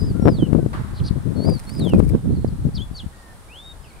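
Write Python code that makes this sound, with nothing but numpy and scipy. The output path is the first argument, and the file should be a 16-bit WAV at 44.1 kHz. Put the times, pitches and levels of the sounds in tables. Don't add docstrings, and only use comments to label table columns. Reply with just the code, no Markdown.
import sys
import numpy as np
from scipy import signal
from scipy.fft import rfft, irfft
from scipy.io import wavfile
from scipy.ndimage import uniform_filter1d, map_coordinates

SR = 44100
rng = np.random.default_rng(int(sys.argv[2]) if len(sys.argv) > 2 else 0)


def master(y):
    cut = np.clip(np.atleast_2d(y).T, -1, 1)
    pcm = np.round(cut * 32767)
    wavfile.write(sys.argv[1], SR, pcm.astype(np.int16))


N = 176400

# frequency in Hz, spectral density in dB.
AIR_SPECTRUM = [(15, -33), (25, -0.5), (64, -2.5), (247, -15), (400, -17.5), (851, -17), (1500, -21),
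                (1860, -24.5), (2570, -30.5), (3650, -29), (6420, -34.5), (9110, -27.5), (15600, -44)]
BANG_SPECTRUM = [(100, -37), (500, -4), (1100, 4.5), (1900, -5.5), (2600, -15), (4200, -17), (5500, -25),
                 (15000, -36)]
TICK_SPECTRUM = [(500, -20), (1200, -9), (2300, 7.5), (3200, -19), (5000, 2), (6500, -13), (8000, -3),
                 (9200, 8), (10200, -2.5), (11200, -9), (12500, -10), (14400, -6), (16000, -18)]
EDDY_SPECTRUM = [(15, -43), (30, -8), (65, 2.5), (150, 3), (300, -8.5), (500, -20.5), (800, -38),
                 (1400, -52), (3000, -60), (16000, -89)]
CRUNCH_SPECTRUM = [(100, -27), (600, 3.5), (1200, 5), (2500, -10.5), (5000, -25), (9000, -29), (16000, -48)]
# frequency in Hz, correlation from 0 to 1.
AIR_LIKENESS = [(30, 0.57), (500, 0.73), (1500, 0), (4000, 0), (9000, 0.15), (16000, 0)]
# time in seconds, level in dB.
AIR_LEVEL = [(0, 3), (1.2, 1.5), (1.7, 4), (2.3, 0.5), (3.2, 1), (4, .5)]
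# frequency in Hz, seconds to fall 60 dB.
BANG_DECAY = [(200, 0.22), (1500, 0.42), (5000, 0.43)]
# time in seconds, level in dB.
GUSTS_LEFT = [(0.0, -15.5), (0.19, -18.5), (0.28, -3.0), (0.33, -23.0), (0.42, -16.0), (0.51, -19.5),
              (0.54, -11.5), (0.67, -17.5), (0.7, -26.0), (0.84, -26.5), (0.9, -33.5), (0.93, -24.5),
              (0.99, -31.5), (1.02, -21.0), (1.09, -26.0), (1.18, -17.5), (1.21, -28.0), (1.26, -18.5),
              (1.44, -18.0), (1.48, -11.5), (1.57, -23.0), (1.63, -38.5), (1.68, -35.0), (1.72, -47.0),
              (1.8, -21.0), (1.98, -10.0), (2.14, -16.5), (2.21, -30.5), (2.26, -19), (2.45, -26.0),
              (2.48, -18.0), (2.56, -27.0), (2.66, -13.5), (2.72, -24.0), (2.81, -22.0), (2.89, -40.0),
              (2.92, -29), (2.99, -42.5), (3.07, -31), (3.11, -47.0), (3.44, -45.0), (3.61, -51.0),
              (3.7, -39), (4.0, -43.5)]
GUSTS_RIGHT = [(0, -29.5), (.12, -20.5), (.18, -37), (.25, -15.5), (.31, -21), (.34, -12), (.4, -19.5),
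               (.43, -9), (.48, -39), (.63, -24), (.71, -32), (.81, -21), (.86, -41), (.9, -27.5),
               (.97, -32.5), (1.005, -15.5), (1.09, -30), (1.36, -36), (1.53, -20.5), (1.65, -40),
               (1.67, -20), (1.745, -31), (1.82, -18), (1.87, -36.5), (1.945, -10.5), (2.02, -34),
               (2.07, -17), (2.11, -26), (2.15, -13), (2.2, -32), (2.28, -18), (2.38, -14.5), (2.42, -24.5),
               (2.6, -29.5), (2.63, -21.5), (2.77, -24.5), (2.84, -43.5), (2.87, -32), (2.98, -41.5),
               (3.04, -30), (3.11, -52), (3.35, -46), (3.45, -63), (4, -44)]
# time in seconds, speed factor.
EDDY_PACE = [(0.149, 0.87), (.28, 1.224), (.35, 1.018), (.6, 1.15), (1, 0.83), (1.27, .95), (1.44, 1.473),
             (1.6, 0.83), (1.881, 1.25), (2.071, 0.75), (2.15, 1.063), (2.5, .85), (2.66, .76)]
# time in seconds, level in dB, width in seconds, port (0 left, 1 right).
VORTEX_HITS = [(0.198, -4, 0.0011, 0), (0.256, 3.5, 0.00096, 0), (.269, 1, 0.00073, 0),
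               (.276, 2, 0.0005, 0), (.283, 7, 0.00057, 0), (0.289, 4, 0.0007, 0), (0.432, -9.5, 0.0011, 1),
               (0.531, 3, 0.0011, 0), (.55, 0.5, 0.0009, 0), (.63, -6, 0.0011, 0), (.663, -1.5, 0.00098, 0),
               (1.111, -4, 0.0016, 0), (1.405, -9, 0.00081, 0), (1.489, -3.5, 0.00059, 0),
               (1.873, -6, 0.00078, 0), (1.936, 2.5, 0.00067, 1), (2.002, 4.5, 0.00087, 0),
               (2.152, -3.5, 0.00096, 1), (2.278, -8, 0.0014, 1), (2.447, -1.5, 0.00078, 1),
               (2.914, -15, 0.0017, 0), (3.065, -13.5, 0.0021, 0)]
# start in seconds, length in seconds, first pitch in Hz, lowest pitch in Hz, level in dB.
FAR_TWITTER = [(3.84, 0.024, 3165, 2526, -51), (3.86, 0.022, 2980, 2330, -55.5),
               (3.903, 0.021, 2360, 2153, -51.5), (3.93, 0.017, 2620, 2300, -60),
               (3.96, .018, 2540, 2210, -54), (3.99, .02, 2380, 2250, -51)]
# time in seconds, pitch in Hz, level in dB.
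FAR_NOTES = [
    [(.142, 1326, -47.5), (.17, 1422, -52.5), (.245, 1352, -46)],
    [(.595, 1533, -52), (.64, 1507, -57)],
    [(3.13, 1862, -56), (3.2, 1875, -56), (3.345, 1772, -56)],
    [(3.82, 5100, -64), (3.845, 4998, -61), (3.865, 5400, -66)],
    [(3.868, 4676, -62.5), (3.895, 4490, -60), (3.925, 3800, -61)],
]
FARTHEST_NOTES = [
    [(2.03, 3700, -65), (2.23, 3580, -65)],
    [(2.29, 4228, -59), (2.66, 4160, -67)],
    [(3.15, 4373, -58), (3.2, 5225, -63)],
]
SHRIKE_WHISTLES = [
    [(0.0, 5020, -45), (0.026, 4830, -43.5), (0.054, 5220, -52), (.066, 4950, -49), (0.102, 4741, -52),
     (0.12, 4300, -60)],
    [(0.2, 5450, -69), (0.228, 5553, -56), (0.264, 5550, -53.5), (0.35, 4560, -47), (0.366, 4250, -51),
     (0.39, 3420, -48), (0.416, 3105, -43), (0.456, 2940, -46), (0.475, 2680, -59)],
    [(1.352, 4231, -68), (1.371, 4430, -49), (1.381, 4240, -49.5), (1.44, 4480, -41.5), (1.476, 4900, -43),
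     (1.538, 4725, -40.5), (1.57, 4430, -47), (1.588, 4080, -55)],
    [(1.67, 4300, -52), (1.694, 4380, -48), (1.724, 4904, -51), (1.734, 5320, -51), (1.75, 4790, -48),
     (1.778, 5075, -48.5), (1.8, 4530, -42.5), (1.814, 3970, -40), (1.874, 3230, -39.5),
     (1.95, 2445, -47.5), (1.965, 2506, -58)],
    [(2.745, 5687, -59.5), (2.755, 5015, -40), (2.787, 3085, -42.5), (2.797, 3050, -45.5),
     (2.821, 3410, -36.5), (2.85, 3410, -56)],
    [(2.942, 4711, -55), (2.952, 4550, -42.5), (2.968, 4530, -38.5), (2.988, 4069, -45.5),
     (3.002, 3310, -37.5), (3.026, 2790, -55)],
    [(3.483, 2203, -64.5), (3.493, 2360, -56), (3.511, 2510, -50), (3.589, 3445, -44.5), (3.639, 3700, -51),
     (3.679, 3745, -42.5), (3.718, 3740, -43.5), (3.734, 3600, -61)],
]
SHRIKE_UNDERTONES = [
    [(2.352, 4600, -60.5), (2.364, 4567, -58), (2.374, 4140, -50.5)],
    [(2.475, 5290, -61), (2.483, 4596, -53), (2.492, 4470, -60)],
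    [(2.738, 4550, -56), (2.768, 4580, -43), (2.782, 4367, -49)],
    [(2.961, 6920, -57), (2.975, 5764, -53), (2.992, 4143, -45)],
]
SHRIKE_BUZZES = [
    [(.94, 4380, -63), (.972, 4270, -49.5), (.996, 3950, -51), (1.006, 2700, -47)],
    [(1.038, 4400, -50), (1.055, 4500, -44), (1.068, 4700, -43.5), (1.081, 4550, -37), (1.09, 3970, -43.5),
     (1.096, 2900, -59)],
]

TIME, BIN_HZ = np.arange(N) / SR, np.fft.rfftfreq(N, 1 / SR)


def amp(db):
    return 10 ** (np.asarray(db) / 20)


def unit_rms(x):
    return x / np.sqrt(np.mean(x ** 2) + 1e-20)


def over_time(table):
    return np.interp(TIME, *np.transpose(table))


def at_hz(table, hz):
    table_hz, value = np.transpose(table)
    return np.interp(np.log(hz + 1), np.log(table_hz + 1), value)


def noise(spectrum, channels=2):
    white = rfft(rng.standard_normal((channels, N)))
    return unit_rms(irfft(white * amp(at_hz(spectrum, BIN_HZ)), N))


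def drift(rate_hz, size=N):
    lowpass = np.exp(-(np.fft.rfftfreq(size, 1 / SR) / rate_hz) ** 2)
    return unit_rms(irfft(rfft(rng.standard_normal(size)) * lowpass, size))


def pan(x, left_db):
    return x * amp([[left_db / 2], [-left_db / 2]])


def field_echoes(x, t60_s=0.21, echoes_per_s=2000):
    t = np.arange(SR) / SR
    echoes = rng.standard_normal((2, SR)) * (rng.random((2, SR)) < echoes_per_s / SR)
    tail = echoes * amp(-60 * t / t60_s) * (t > .005)
    return signal.fftconvolve(x[None], tail / np.linalg.norm(tail[0]), axes=1)[:, :N]


def syrinx_note(curve, rasp, overtone_db=-24.5, swing_hz=0, flutter=0):
    edge_s, buzz_hz, slur_hz_per_s, full_voice_db = 0.0048, 180, 110000, -40
    jitter, shimmer_db, rasp_width_hz = 0.0045, 1.7, 1150
    times, pitches, levels = np.transpose(curve)
    start, end = times[0], times[-1]
    t = np.arange(round(start * SR) - 400, round(end * SR) + 400) / SR
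    def waver(rate_hz):
        return drift(rate_hz, size=32768)[:len(t)]
    glide = uniform_filter1d(np.interp(t, times, pitches), size=220)
    shake = np.sin(2 * np.pi * buzz_hz * t)
    swing_fade = np.clip((end - t) / (end - start) * 2, 0, 1)
    tremble_depth_hz = 80 * np.exp(-((glide - 4900) / 320) ** 2)
    tremble = tremble_depth_hz * np.sin(2 * np.pi * 112 * t + waver(32))
    pitch = glide * (1 + jitter * waver(180)) + tremble + swing_hz * shake * swing_fade
    tone = np.exp(2j * np.pi * np.cumsum(pitch) / SR)
    db = np.interp(t, times, levels)
    overtone = amp(overtone_db + np.minimum(db - full_voice_db, 0)) * tone ** 2
    hoarseness = rasp + 0.35 * np.tanh(abs(np.gradient(glide)) * SR / slur_hz_per_s)
    rasp_noise = (waver(rasp_width_hz) + 1j * waver(rasp_width_hz)) / np.sqrt(2)
    roughness = (1 + hoarseness * rasp_noise) / np.hypot(1, hoarseness)
    gate = np.clip(np.minimum(t - start, end - t) / edge_s + .5, 0, 1)
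    level = gate * amp(db + shimmer_db * waver(150)) * (1 + flutter * shake)
    voice = np.sqrt(2) * level * (roughness * (tone + overtone)).real
    return np.interp(TIME, t, voice, left=0, right=0)


def open_air(gain_db=-46):
    left, unrelated = rfft(noise(AIR_SPECTRUM))
    likeness = at_hz(AIR_LIKENESS, BIN_HZ)
    right = likeness * left + np.sqrt(1 - likeness ** 2) * unrelated
    wash = irfft(np.array([left, right]), N)
    return pan(wash, left_db=-.5) * amp(gain_db + over_time(AIR_LEVEL))


def distant_bang(start_s=.73, rise_s=0.0023, gain_db=-32, roll_db=-11.5, roll_t60_s=4):
    hz, t, spectrogram = signal.stft(noise(BANG_SPECTRUM), SR, nperseg=512)
    age = np.maximum(t - start_s, 0)
    burst = amp(-60 * age / at_hz(BANG_DECAY, hz)[:, None])
    roll = amp(roll_db - 60 * age / roll_t60_s)
    bang = signal.istft(spectrogram * np.hypot(burst, roll), SR, nperseg=512)[1][:, :N]
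    return amp(gain_db) * bang * np.clip((TIME - start_s) / rise_s, 0, 1)


def far_birds(gain_db=-3, echo_db=-2.5):
    dips = [[(start, top, db - 2), (start + length / 2, (top + 2 * low) / 3, db),
             (start + length, low, db - 5)] for start, length, top, low, db in FAR_TWITTER]
    calls = amp(gain_db) * sum(syrinx_note(curve, rasp=0.1, overtone_db=-26) for curve in FAR_NOTES + dips)
    farthest = sum(syrinx_note(curve, rasp=.6, swing_hz=129.6) for curve in FARTHEST_NOTES)
    return calls + field_echoes(amp(echo_db) * calls + farthest)


def camera_ticks(start_s=1.4525, cycle_s=.0995, cycles=7, gain_db=-34.5):
    loud_after_s, pair_gap_s, soft_db = .0425, .005, -5.5
    windup_lead_s, windup_db = 0.013, -13.5
    def burst(onset, decay_s=0.0016):
        return (TIME >= onset) * np.exp(-np.maximum(TIME - onset, 0) / decay_s)
    envelope = np.zeros(N)
    for soft_at in start_s + cycle_s * np.arange(cycles):
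        loud_at = soft_at + loud_after_s
        clicks = amp(soft_db) * burst(soft_at) + burst(loud_at) + burst(loud_at + pair_gap_s)
        windup = sum(burst(onset - windup_lead_s, decay_s=0.011) for onset in (soft_at, loud_at))
        envelope += clicks + amp(windup_db) * windup
    return pan(noise(TICK_SPECTRUM) * envelope * amp(gain_db), left_db=-3)


def port_wind(gusts, gain_db=-.5, lump_db=5.5, speed_per_db=0.0237, reference_db=-19):
    db = over_time(gusts) + lump_db * np.clip(drift(rate_hz=48), -2, .7)
    speed = over_time(EDDY_PACE) * np.exp(speed_per_db * np.maximum(db - reference_db, -16))
    eddies = noise(EDDY_SPECTRUM, channels=1)[0]
    local_rms = np.sqrt(uniform_filter1d(uniform_filter1d(eddies ** 2, size=800), size=500))
    return amp(gain_db + db) * map_coordinates(eddies / local_rms, [np.cumsum(speed)], mode="wrap")


def buffets(crunch_db=-32, crunch_decay_s=0.0039):
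    ports = np.zeros((2, N))
    crunch = noise(CRUNCH_SPECTRUM, channels=1)[0]
    for hit_s, db, width_s, port in VORTEX_HITS:
        age = TIME - hit_s
        passage = age / width_s
        pressure = amp(db) * 2 * passage / (1 + passage ** 2 / 2) ** 2.55
        breakup = amp(crunch_db + 2 * db) * (age > 0) * np.exp(-abs(age) / crunch_decay_s)
        ports[int(port)] += pressure + breakup * crunch
    return ports


def shrike(gain_db=1, left_lag_s=.000008, echo_db=-12):
    whistles = sum(syrinx_note(curve, rasp=0.058) for curve in SHRIKE_WHISTLES + SHRIKE_UNDERTONES)
    buzzes = sum(syrinx_note(curve, rasp=.6, overtone_db=-14, swing_hz=385, flutter=0.21)
                 for curve in SHRIKE_BUZZES)
    song = amp(gain_db) * (whistles + buzzes)
    delayed = irfft(rfft(song) * np.exp(-2j * np.pi * BIN_HZ * left_lag_s), N)
    return pan(np.array([delayed, song]), left_db=1.5) + amp(echo_db) * field_echoes(song)


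def scene():
    birds = shrike() + far_birds()
    wind = np.array([port_wind(GUSTS_LEFT), port_wind(GUSTS_RIGHT)]) + buffets()
    return birds + wind + open_air() + distant_bang() + camera_ticks()


def record(dry):
    knee, cutoff_hz = 14, 15800
    clipped = dry / (1 + dry ** knee) ** (1 / knee)
    lowpass = signal.firwin(511, cutoff_hz, window=("kaiser", 9), fs=SR)
    return signal.oaconvolve(clipped, lowpass[None], "same")


dry = scene()
out = record(dry)
master(out)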